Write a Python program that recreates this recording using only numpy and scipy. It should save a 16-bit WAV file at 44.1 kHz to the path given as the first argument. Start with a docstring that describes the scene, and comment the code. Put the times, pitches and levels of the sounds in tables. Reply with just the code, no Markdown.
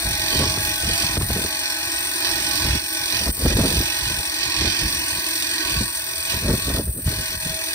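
"""On an open ramp an electric winch hauls a boat up while gusts buffet the microphone.
The motor rasps once a turn and slows under load: noise is modulated by the rotation and filtered by resonances.
Gear multiples ring as they near the housing's modes, and two high ones whine; shaped noise makes the
wind's low thumps, flutter and slaps. The heard level, wind aside, dips briefly at set times, chiefly below
8 kHz; the middle band swells to the right; the hiss above is nearly steady, sinking slightly."""
import sys
import numpy as np
from scipy import signal
from scipy.fft import rfft, irfft
from scipy.io import wavfile
from scipy.ndimage import uniform_filter1d, map_coordinates

SR = 44100
rng = np.random.default_rng(int(sys.argv[2]) if len(sys.argv) > 2 else 0)


def generate_wav(signal):
    """Clip the signal to [-1, 1] and save it as 16-bit WAV at the path in sys.argv[1]."""
    frames = np.transpose(np.atleast_2d(signal))
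    scaled = np.clip(frames, -1, 1) * 32767
    pcm = np.round(scaled).astype(np.int16)
    wavfile.write(sys.argv[1], SR, pcm)


N = 341334   # samples
TIME = np.arange(N) / SR   # seconds
HZ = np.maximum(np.arange(N // 2 + 1) * SR / N, 1)   # bin frequencies
LEFT_LEAD_S, RIGHT_LEAD_S = 0.00015, 0.0002144   # between the ports, below and above the change of path
PATH_CHANGE_HZ, STEADY_ABOVE_HZ = 6300, 7960


def amp(db):
    """Decibel law: a level in dB becomes an amplitude ratio."""
    return 10 ** (np.asarray(db) / 20)


def rms_one(x):
    """Power normalisation: scale to a root mean square of 1."""
    return x / np.sqrt(np.mean(x ** 2) + 1e-20)


def in_time(rows):
    """Linear interpolation: table columns become curves over time."""
    s, *columns = np.transpose(rows)
    return [np.interp(TIME, s, column) for column in columns]


def at_hz(points):
    """Spectral envelope: a table interpolated over log frequency at every bin."""
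    hz, values = np.transpose(points)
    return np.interp(np.log(HZ), np.log(hz), values)


def drift(rate_hz):
    """Low-passed noise: a slow random curve of rms 1, from two equal poles at the given rate."""
    step = 40   # samples between computed points
    pole = np.exp(-2 * np.pi * step * rate_hz / SR)
    settle = 2000   # points discarded while the filter settles
    noise = rng.standard_normal(N // step + settle + 2)
    slow = signal.lfilter([1], [1, -2 * pole, pole * pole], noise)[settle:]
    return np.interp(np.arange(N) / step, np.arange(len(slow)), rms_one(slow))


def below(edge_hz, order):
    """Low-pass gain; one minus it is the complementary high-pass."""
    return 1 / (1 + (HZ / edge_hz) ** order)


def tone(hz, level_db):
    """Phase accumulation: a sine of moving pitch, delayed at the right port by its extra path."""
    cycles = np.cumsum(hz) / SR
    at_ports = np.array([cycles, cycles - LEFT_LEAD_S * hz])
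    return amp(level_db) * np.sqrt(2) * np.sin(2 * np.pi * at_ports)


def rotation():
    """Integrated speed gives phase: turns of the motor, gear knock rate and unit-rms knock pulses."""
    # Each row: time in seconds, motor speed in turns per second.
    speed = [(0.0, 45.88), (0.32, 46.4), (0.64, 46.34), (0.97, 45.09), (1.29, 45.54), (1.61, 46.25),
             (1.94, 45.71), (2.26, 45.36), (2.58, 45.69), (2.9, 45.8), (3.22, 44.93), (3.55, 44.94),
             (3.87, 45.53), (4.19, 45.35), (4.52, 44.58), (4.84, 44.39), (5.16, 44.18), (5.48, 44.08),
             (5.8, 43.5), (6.13, 43.02), (6.45, 43.3), (6.77, 42.75), (7.1, 42.0), (7.42, 42.11),
             (7.74, 42.37)]
    # Each row: time in seconds, gear speed in knocks per second.
    knock_rate = [(0.0, 68.4), (0.19, 69.8), (0.55, 70.3), (0.77, 69.6), (1.01, 67.6), (1.38, 69.4),
                  (1.55, 69.9), (1.94, 68.8), (2.07, 69.4), (2.2, 68.6), (2.74, 69.3), (2.99, 69.1),
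                  (3.19, 67.9), (3.5, 67.9), (3.98, 69.1), (4.31, 68.4), (4.57, 67.1), (4.68, 67.4),
                  (5.0, 67.2), (5.09, 66.4), (5.45, 66.8), (6.03, 65.6), (6.08, 64.9), (6.7, 66.1),
                  (6.88, 64.0), (7.1, 63.4), (7.44, 63.9), (7.65, 64.5), (7.74, 65.0)]
    first_turn = -.02   # share of a turn at the start
    turns = first_turn + np.cumsum(in_time(speed)[0]) / SR
    knock_hz = in_time(knock_rate)[0]
    knocks = rms_one(np.diff(np.floor(np.cumsum(knock_hz) / SR), prepend=0))
    return turns, knock_hz, knocks


def heard_level():
    """Amplitude envelope: reference level with sag and swell, lean to the left, and dips, all in dB."""
    # Balance of the bright middle. Each row: time in seconds, nominal left minus right in dB.
    lean = [(0.0, 2), (0.39, -5.5), (0.58, 0), (0.67, -2.5), (0.77, 1), (0.99, -4.5), (1.27, 1),
            (1.79, 0.5), (2.2, 0.5), (2.24, -4), (2.76, -4), (2.85, 1), (3.06, -0.5), (3.17, -5.5),
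            (3.3, 2), (3.41, 0), (3.47, -3.5), (4.07, -2.5), (4.31, 1), (4.42, -4.5), (4.5, -3),
            (4.66, -6.5), (5.0, -1), (5.78, -3.5), (5.89, 1), (6.25, -0.5), (6.32, -6.5), (6.4, 1.5),
            (7.63, 1.5), (7.74, -1)]
    # Brief dips of the heard level. Each row: time in seconds when the fall is complete,
    # length of the fall in seconds, hold in seconds, depth in dB, recovery time constant in seconds.
    dips = [(1.183, 0.0062, 0.0071, 13, 0.016), (1.245, 0.02, 0.021, 6, 0.024),
            (2.804, 0.021, 0.11, 3, .03), (3.319, 0.008, 0.0078, 8, 0.0033),
            (3.318, 0.014, 0.039, 9, 0.042), (3.546, 0.0086, 0.0055, 8, 0.0079),
            (4.203, 0.063, 0.073, 1, 0.021), (5.855, 0.034, 0.37, 2.5, 0.025),
            (6.847, 0.078, 0.2, 13, 0.012), (6.928, 0.095, 0.04, 6, 0.044),
            (7.37, 0.022, 0.032, 6.5, 0.011)]
    start_db, sag_db_per_s = -28.0, 0.23   # it sinks as the motor slows
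    swell_per_lean = 0.63   # dB gained for each dB of lean to the right
    lean_db = in_time(lean)[0]
    level_db = start_db - sag_db_per_s * TIME - swell_per_lean * lean_db
    dip_db = np.zeros(N)
    for s, onset, hold, depth_db, recovery in dips:
        falling = np.clip((TIME - s) / onset + 1, 0, 1)
        recovering = np.exp(-np.clip(TIME - s - hold, 0, 2) / recovery)
        dip_db += depth_db * falling * recovering
    return level_db, lean_db, dip_db


def once_a_turn(turns, burst_db, fade):
    """Amplitude modulation by a tight spot on the rotor: a jump each turn, fading in shares of a turn."""
    shifted = turns + 1   # keeps the turn index from going negative
    strengths = np.exp(rng.normal(0, 0.19, int(shifted[-1]) + 2))
    strength = strengths[shifted.astype(int)]
    burst = amp(burst_db) * strength * np.exp(-(shifted % 1) / fade)
    return 1 + uniform_filter1d(burst, size=40)


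def housing():
    """Modal superposition: left and right response as a flat path plus every resonance."""
    # Modes of housing and frame. Each row: frequency in Hz, width in Hz, left and right gain in dB
    # that the mode alone would give at its centre.
    resonances = [(316, 25, 5.5, 5), (385.6, 11, 7.5, 7.5), (642, 53, -9, 15.5), (830, 42, 12, -18),
                  (993, 41.5, 11, 14), (1112, 10.2, 17.5, 18), (1515, 35, 11, 9), (1650, 50, 9, 4.5),
                  (1881, 54, 10.5, 12), (2166, 33, 3, 7.5), (2435, 49, 13, 13.5), (2510, 21, 6, 6),
                  (2595, 31.5, 13.5, 14), (2760, 42, -2, 0.5), (2900, 23, 10.5, 11), (3120, 31, 14, 14.5),
                  (3377, 58, 10, 9), (3555, 58, 5.5, 8), (3700, 46, 3.5, -1), (3850, 30, 5.5, 8.5),
                  (3955, 21, 13.5, 4.5), (4140, 41, 6, 11), (4370, 122, 9.5, 8.5), (4700, 136, 3.5, 8),
                  (4810, 72, -9, 3.5), (5545, 63, 9, 7.5), (5850, 71, 4, 11), (6360, 27, 17.5, 8.5),
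                  (8100, 75, 7, 1.5), (8370, 76, -1.5, 0), (13750, 77, 15, 14.5)]
    out = np.ones((2, len(HZ)), complex)
    for hz, width_hz, left_db, right_db in resonances:
        peak = 1j * width_hz * HZ / (hz ** 2 - HZ ** 2 + 1j * width_hz * HZ)
        out += (amp([[left_db], [right_db]]) - 1) * peak
    return out


def rasp(knocks, gate, grit_db, knock_db):
    """Partial coherence: gritty brush and bearing noise plus knocks, shared or separate at two ports."""
    # Likeness of the ports. Each row: frequency in Hz, share of power common to both (0 to 1).
    likeness = [(250, 1), (350, 1), (650, 0.47), (950, 0.77), (1250, 0.31), (1550, 0.54), (1900, 0.67),
                (2200, 0.5), (2700, 1), (3200, 1), (3620, 0.15), (3900, 0.36), (4300, 0.59), (4900, 0.49),
                (5330, 0.36), (5800, 0.56), (6200, 0.63), (6700, 1), (7400, 1), (7900, 1), (9000, 0.98),
                (9600, 0.68), (10400, 0.93), (11100, 1), (12000, 1), (12700, 0.23), (13500, 1), (14400, 1),
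                (15100, .5), (15700, 1)]
    grit = amp(grit_db * np.minimum(rng.exponential(1, N), 5))
    noise = rng.standard_normal((3, N)) * gate * grit
    knock_gain = amp(knock_db + 2.2 * drift(15.0))
    shared = rfft(rms_one(noise[0]) + knock_gain * knocks)
    own = rfft(rms_one(noise[1:]))
    alike = at_hz(likeness)
    # the left port leads below the change of path, the right port above it
    low = below(PATH_CHANGE_HZ, order=40)
    left = low + (1 - low) * np.exp(-2j * np.pi * HZ * RIGHT_LEAD_S)
    right = low * np.exp(-2j * np.pi * HZ * LEFT_LEAD_S) + (1 - low)
    at_ports = np.sqrt(alike) * shared * np.array([left, right]) + np.sqrt(1 - alike) * own
    return at_ports * housing()


def patchy(spectrum, patch_db):
    """Time-frequency modulation: narrow stretches of the sound swell and sink on their own."""
    patch_s, patch_hz = 0.13, 130   # spacing of the random gains
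    cells = signal.stft(irfft(spectrum, N), nperseg=1024)[2]
    field = rng.standard_normal((int(SR / 2 / 40), int(N / SR / .04)))
    pitch = np.arange(cells.shape[1]) * SR / 1024 / patch_hz
    time = np.arange(cells.shape[2]) * 512 / SR / patch_s
    places = np.meshgrid(pitch, time, indexing="ij")
    gain = amp(patch_db * map_coordinates(field, places, order=3))
    return signal.istft(cells * gain, nperseg=1024)[1][:, :N]


def winch_body(turns, knocks, rattle):
    """Band-wise excitation: hum, rattle, tick and thud are coloured, then split into middle and rest."""
    # Broad colour of the winch. Each row: frequency in Hz, relative spectral level in dB per Hz.
    colour = [(200, -25.5), (330, 1), (480, -26.5), (650, -12.5), (745, -16.5), (900, -10), (1250, -14),
              (1750, -3), (2030, -7.5), (2300, -4), (2700, -3.5), (4400, -3.5), (5800, -5.5), (6150, -10),
              (6500, -30.5)]
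    # Low hum around 330 Hz. Each row: time in seconds, gain in dB within the body.
    low_hum = [(0, 0.5), (1.8, 1), (2.5, 4.5), (2.95, 1), (4.2, -1), (4.7, 6), (5.2, 0), (5.7, 5.5),
               (5.95, -4.5), (7.74, -3.5)]
    low_hum_top_hz, patch_db = 450, 2.2
    tick_db, thud_db = -2.0, -3.0   # against the steady rasp
    thud_late_turns = .13   # the duller answer of the frame comes after the tick
    hum = rasp(knocks, once_a_turn(turns, burst_db=-7.0, fade=1.0), grit_db=1.0, knock_db=-20.0)
    strikes = rms_one(np.diff(np.floor(turns - .02), prepend=-1))
    tick = rasp(strikes, once_a_turn(turns, burst_db=24.0, fade=0.1), grit_db=1.5, knock_db=-1.0)
    thud_gate = once_a_turn(turns - thud_late_turns, burst_db=18.0, fade=0.14)
    thud = rasp(knocks, thud_gate, grit_db=1.5, knock_db=-40.0)
    dull = below(2960, order=6)
    tick_band = (1 - below(3850, order=6)) * below(5800, order=8)
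    thud_band = (1 - below(1450, order=12)) * below(2070, order=12)
    body = hum * dull + rattle * (1 - dull)
    body = body + amp(tick_db) * tick * tick_band + amp(thud_db) * thud * thud_band
    body = body * amp(at_hz(colour)) * below(PATH_CHANGE_HZ, order=40)
    scale = np.std(irfft(body, N))
    bright = (1 - below(1930, order=6)) * below(5900, order=16)
    low = below(low_hum_top_hz, order=10)
    middle = patchy(body * bright, patch_db) / scale
    rest = patchy(body * (1 - bright) * (1 - low), patch_db) / scale
    rest = rest + amp(in_time(low_hum)[0]) * irfft(body * low, N) / scale
    return middle, rest


def winch_hiss(turns, knocks, rattle, calm_db):
    """Broadband radiation: high rasp whose lower edge follows the heard level while the top stays steadier."""
    # Colour of the hiss. Each row: frequency in Hz, relative spectral level in dB per Hz.
    hiss_colour = [(6000, -4), (7900, -4), (8100, -1), (9000, -2), (10000, -7), (11000, -9), (13000, -9),
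                   (13450, -12), (14300, -10), (16000, -12)]
    start_db, sag_db_per_s, patch_db = -28.0, 0.11, 1.8
    sheen = rasp(knocks, once_a_turn(turns, burst_db=6.0, fade=0.28), grit_db=2.5, knock_db=-40.0)
    under_sheen = below(12000, order=20)
    top = (rattle * under_sheen + sheen * (1 - under_sheen)) * amp(at_hz(hiss_colour))
    top = top * (1 - below(PATH_CHANGE_HZ, order=40))
    lower = below(STEADY_ABOVE_HZ, order=200)
    hiss = patchy(top * (1 - lower), patch_db)
    edge = irfft(top * lower, N) / np.std(hiss) * amp(calm_db - 1.5)
    hiss_db = start_db - sag_db_per_s * TIME + 1.2 * drift(4.7)
    return edge + amp(hiss_db) * rms_one(hiss)


def gear_tones(knock_hz, calm_db):
    """Resonance: multiples of the wandering knock rate sing louder the closer they come to a mode."""
    # Modes that sing. Each row: frequency in Hz, width in Hz, level in dB against the winch reference
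    # before the side gains, fading in dB per second, left gain in dB, right gain in dB.
    singing_modes = [(385.9, 8.9, -19, 2.5, 20, 7), (641.2, 17.7, -10, 0.47, 7, -11),
                     (680.5, 30, -14.5, 3, -10.5, 6), (833, 48, -10.5, 1.16, -3.5, -0.5),
                     (1121.3, 16, -18.5, -0.5, 1.5, -2.5), (1300, 43, -28.5, 0.5, 9, -12),
                     (1523, 29, -12.5, 0.67, 3.5, 0.5), (2560, 46, -18.5, -1, -21.5, 1.5),
                     (2920, 9.7, -42, -4, -26, -2)]
    waver_db = 4.0   # greatest departure either way
    out = np.zeros((2, N))
    for hz, width_hz, level_db, fading_db, left_db, right_db in singing_modes:
        first = np.round(hz / knock_hz.max())
        for multiple in np.arange(first, hz / knock_hz.min() + .5):
            near = 1 / (1 + (2 * (multiple * knock_hz - hz) / width_hz) ** 2)
            sung_hz = multiple * knock_hz * (1 + 0.00092 * drift(22.7))
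            sung_db = calm_db + level_db - fading_db * TIME + waver_db * np.tanh(drift(18.6))
            out += near * tone(sung_hz, sung_db) * amp([[left_db], [right_db]])
    return out


def whine(knock_hz, calm_db, gate):
    """Gear harmonics: two high multiples of the knock come and go, throbbing with the turns."""
    # Harmonic numbers of the two whines, in multiples of the knock rate.
    multiples = (80, 120)
    # One row for each whine: left gain in dB, right gain in dB.
    sides = [(-11, 8), (0, -8)]
    # Each row: time in seconds, then lower and upper whine in dB against the winch reference,
    # before the side gains.
    whine_levels = [(0, -24, -30), (0.15, -23, -30), (0.9, -16, -28), (1.2, -26, -28), (1.5, -17, -22),
                    (1.9, -13, -18), (2.1, -26, -20), (2.3, -11.5, -13), (2.8, -15, -11), (3.1, -18, -16),
                    (3.4, -18, -24), (3.6, -20, -15), (4.0, -17, -24), (4.4, -20, -15), (4.9, -15, -28),
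                    (5.3, -30, -32), (7.74, -34, -34)]
    waver_db = 5.0   # greatest departure either way
    throb = rms_one(gate)
    out = np.zeros((2, N))
    for multiple, sides_db, level_db in zip(multiples, sides, in_time(whine_levels)):
        wobble = 1 + .0018 * drift(40.0)
        sung_db = calm_db + level_db + waver_db * np.tanh(drift(9.0))
        out += tone(multiple * knock_hz * wobble, sung_db) * throb * amp(sides_db)[:, None]
    return out


def winch():
    """Superposition of body, hiss and gear tones; the bright middle swells most, and on the right."""
    turns, knock_hz, knocks = rotation()
    level_db, lean_db, dip_db = heard_level()
    dull_dip_share = 0.89   # outside the bright middle the dips are shallower
    calm_db = level_db + 0.047 * lean_db - dull_dip_share * dip_db   # and the swell slightly smaller
    rattle = rasp(knocks, once_a_turn(turns, burst_db=5.5, fade=0.81), grit_db=1.5, knock_db=-30.0)
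    middle, rest = winch_body(turns, knocks, rattle)
    balance = amp(np.array([0.38 * lean_db, -.7 * lean_db]))
    body = amp(level_db - dip_db + 2.5) * middle * balance + amp(calm_db + 2.5) * rest
    hiss = winch_hiss(turns, knocks, rattle, calm_db)
    whines = whine(knock_hz, calm_db, once_a_turn(turns, burst_db=6.0, fade=.3))
    return body + hiss + gear_tones(knock_hz, calm_db) + whines


def gust_levels():
    """Incoherent addition: thump and flutter gains of all gusts add in power over a breeze."""
    # Gusts on the microphone. Each row: start of the hold in seconds, hold in seconds,
    # thump level in dB before random wander, flutter in dB above the thump.
    gusts = [(0.07, 0.04, -27, -8), (0.193, 0.087, -37, -16), (0.378, 0.017, -23, -2.5),
             (0.405, 0.087, -24.5, -3.5), (0.544, 0.15, -30, -11), (0.851, 0.081, -28.5, -6),
             (1.025, 0.11, -33.5, -7.5), (1.18, 0.031, -25, -24), (1.213, 0.016, -23, -4.5),
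             (1.294, 0.05, -25, -13), (1.382, 0.064, -32.5, 3.5), (2.295, 0.25, -41.5, -7),
             (2.55, 0.07, -37, -17), (2.655, 0.091, -23.5, -9.5), (3.163, 0.07, -34, -1.5),
             (3.278, 0.012, -22.5, -2), (3.445, 0.037, -18.5, -3), (3.559, 0.058, -19, -2.5),
             (3.655, 0.11, -26, 0.5), (3.76, 0.035, -22, -8), (4.03, 0.081, -31.5, -26),
             (4.116, 0.03, -34, -4), (4.192, 0.0073, -30.5, -13), (4.474, 0.01, -33, -12),
             (4.622, 0.069, -25, -4.5), (4.833, 0.04, -28, -11), (4.937, 0.058, -35, -10),
             (5.143, 0.036, -40, -13), (5.7, 0.014, -32, -11), (5.763, 0.056, -25.5, -11),
             (6.343, 0.032, -31, -5.5), (6.468, 0.077, -21, -4.5), (6.672, 0.077, -25, -3),
             (6.774, 0.012, -24.5, 3), (6.849, 0.026, -28, -7.5), (6.98, 0.013, -30, -8.5),
             (7.077, 0.016, -23, -23), (7.098, 0.026, -37, 0), (7.18, 0.016, -28, -12),
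             (7.32, 0.053, -37, -12), (7.473, 0.028, -30, -9), (7.564, .18, -66, -18)]
    rise_db_per_s, fall_db_per_s = 283, 312
    breeze_db, breeze_flutter_db = -47.5, -20   # between gusts; the flutter is against the thump
    t = np.arange(0, N, 32) / SR
    s, hold, thump_db, flutter_db = np.transpose(gusts)[:, :, None]
    rise = rise_db_per_s * np.maximum(s - t, 0)
    fall = fall_db_per_s * np.maximum(t - s - hold, 0)
    shape_db = thump_db - rise - fall
    thump_power = np.sum(amp(2 * shape_db), axis=0) + amp(2 * breeze_db)
    flutter_power = np.sum(amp(2 * (shape_db + flutter_db)), axis=0)
    flutter_power = flutter_power + amp(2 * (breeze_db + breeze_flutter_db))
    return [np.interp(TIME, t, np.sqrt(power)) for power in (thump_power, flutter_power)]


def slaps():
    """Impulsive pressure: each slap is a decaying burst of low noise with a brighter edge at its start."""
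    # Sharp slaps of wind. Each row: start in seconds, body peak in dB before a common 8.5 dB cut,
    # edge in dB against the body before a common 6 dB lift, frequency in Hz that scales band and decay.
    slap_rows = [(0.353, -10, -20, 200), (0.409, -11, -24, 298), (0.438, -9, -11, 350),
                 (0.574, -14.5, -9, 250), (0.833, -21, -7, 350), (1.033, -12.5, -17, 150),
                 (1.175, -16, -35, 80), (1.169, -8, -14, 308), (1.21, -12.5, -7, 350),
                 (1.23, -14, -17, 140), (1.302, -8, -14, 357), (1.361, -7.5, -18, 352),
                 (1.413, -15, -15, 350), (2.687, -19, -20, 250), (3.273, -25.5, 6, 300),
                 (3.283, -16, -32, 131), (3.449, -3.5, -30, 160), (3.46, -1.5, -25, 386),
                 (3.569, -7, -29, 393), (3.59, -6.5, -30, 170), (3.683, -13, -22, 200),
                 (3.713, -10, -30, 346), (3.731, -29, -24, 396), (3.803, -9, -25, 302),
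                 (5.807, -7, -25, 124), (6.442, -15, -20, 200), (6.46, -13, -25, 140),
                 (6.54, -19, -28, 140), (6.499, -10, -8.5, 300), (6.701, -13.5, -7, 350),
                 (6.768, -13.5, -9, 348), (6.875, -6.5, -33, 73), (7.057, -19, -35, 75),
                 (7.042, -26, -21, 250), (7.075, -15.5, -10, 254), (7.461, -19.5, -25, 220)]
    decay_cycles = 1.6
    edge_band = signal.butter(2, [600, 1400], "band", fs=SR, output="sos")
    out = np.zeros(N)
    age = np.arange(SR // 10) / SR
    for s, peak_db, edge_db, hz in slap_rows:
        noise = rng.standard_normal((2, len(age)))
        body_band = signal.butter(2, [hz / 2.0, hz * 1.38], "band", fs=SR, output="sos")
        body = signal.sosfilt(body_band, noise[0] * np.exp(-age * hz / decay_cycles))
        edge = signal.sosfilt(edge_band, noise[1] * np.exp(-age / 0.0061))
        burst = body / np.abs(body).max() + amp(edge_db + 6.0) * edge / np.abs(edge).max()
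        start = round(s * SR)
        out[start:start + len(age)] += amp(peak_db - 8.5) * burst
    return out


def wind():
    """Turbulent pressure: eddies at the ports give lumpy low noise, with higher flutter in strong gusts."""
    # Colour of the thumps. Each row: frequency in Hz, relative spectral level in dB per Hz.
    thump_colour = [(15, -43), (28, -11), (55, 7), (110, 2), (200, -7), (400, -76)]
    # Colour of the flutter. Each row: frequency in Hz, relative spectral level in dB per Hz.
    flutter_colour = [(100, -12.5), (200, 4), (430, -4), (670, -9), (740, -21.5), (1500, -23), (2500, -66)]
    thump_gain, flutter_gain = gust_levels()
    white = rng.standard_normal((3, N))
    thump = rms_one(irfft(rfft(white[0]) * amp(at_hz(thump_colour)), N))
    thump = thump * thump_gain * amp(2.0 * drift(28.0))
    lumps = amp(9.7 * np.tanh(drift(20.5)))
    flutter = rms_one(irfft(rfft(white[1:] * lumps) * amp(at_hz(flutter_colour)), N))
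    # a common part plus a weaker part of opposite sign at the two ports
    flutter = flutter[0] + amp(-13.0) * flutter[1] * [[1], [-1]]
    return thump + flutter * flutter_gain + slaps()


def scene():
    """Linear superposition of winch and wind."""
    return winch() + wind()


def record(dry):
    """Mid-side filtering: the bass is alike in both channels up to a shifting edge; the top is cut."""
    # Each row: time in seconds, share of the wide mono edge (0 to 1).
    mono_wide = [(0, 1), (1.4, 1), (2.35, 0.31), (3.8, 0), (4.0, 0.68), (5.3, 0.33), (5.5, 0), (6.6, 0),
                 (7.0, 1), (7.74, 1)]
    mid, side = (dry[0] + dry[1]) / 2, rfft(dry[0] - dry[1]) / 2
    narrow = irfft(side * (1 - below(270, order=16)), N)   # mono below 270 Hz
    wide = irfft(side * (1 - below(800, order=16)), N)   # mono below 800 Hz
    side = narrow + in_time(mono_wide)[0] * (wide - narrow)
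    top_cut = signal.ellip(12, .5, 70, 15750, fs=SR, output="sos")   # low-pass at 15750 Hz
    return signal.sosfilt(top_cut, [mid + side, mid - side])


dry = scene()
out = record(dry)
generate_wav(out)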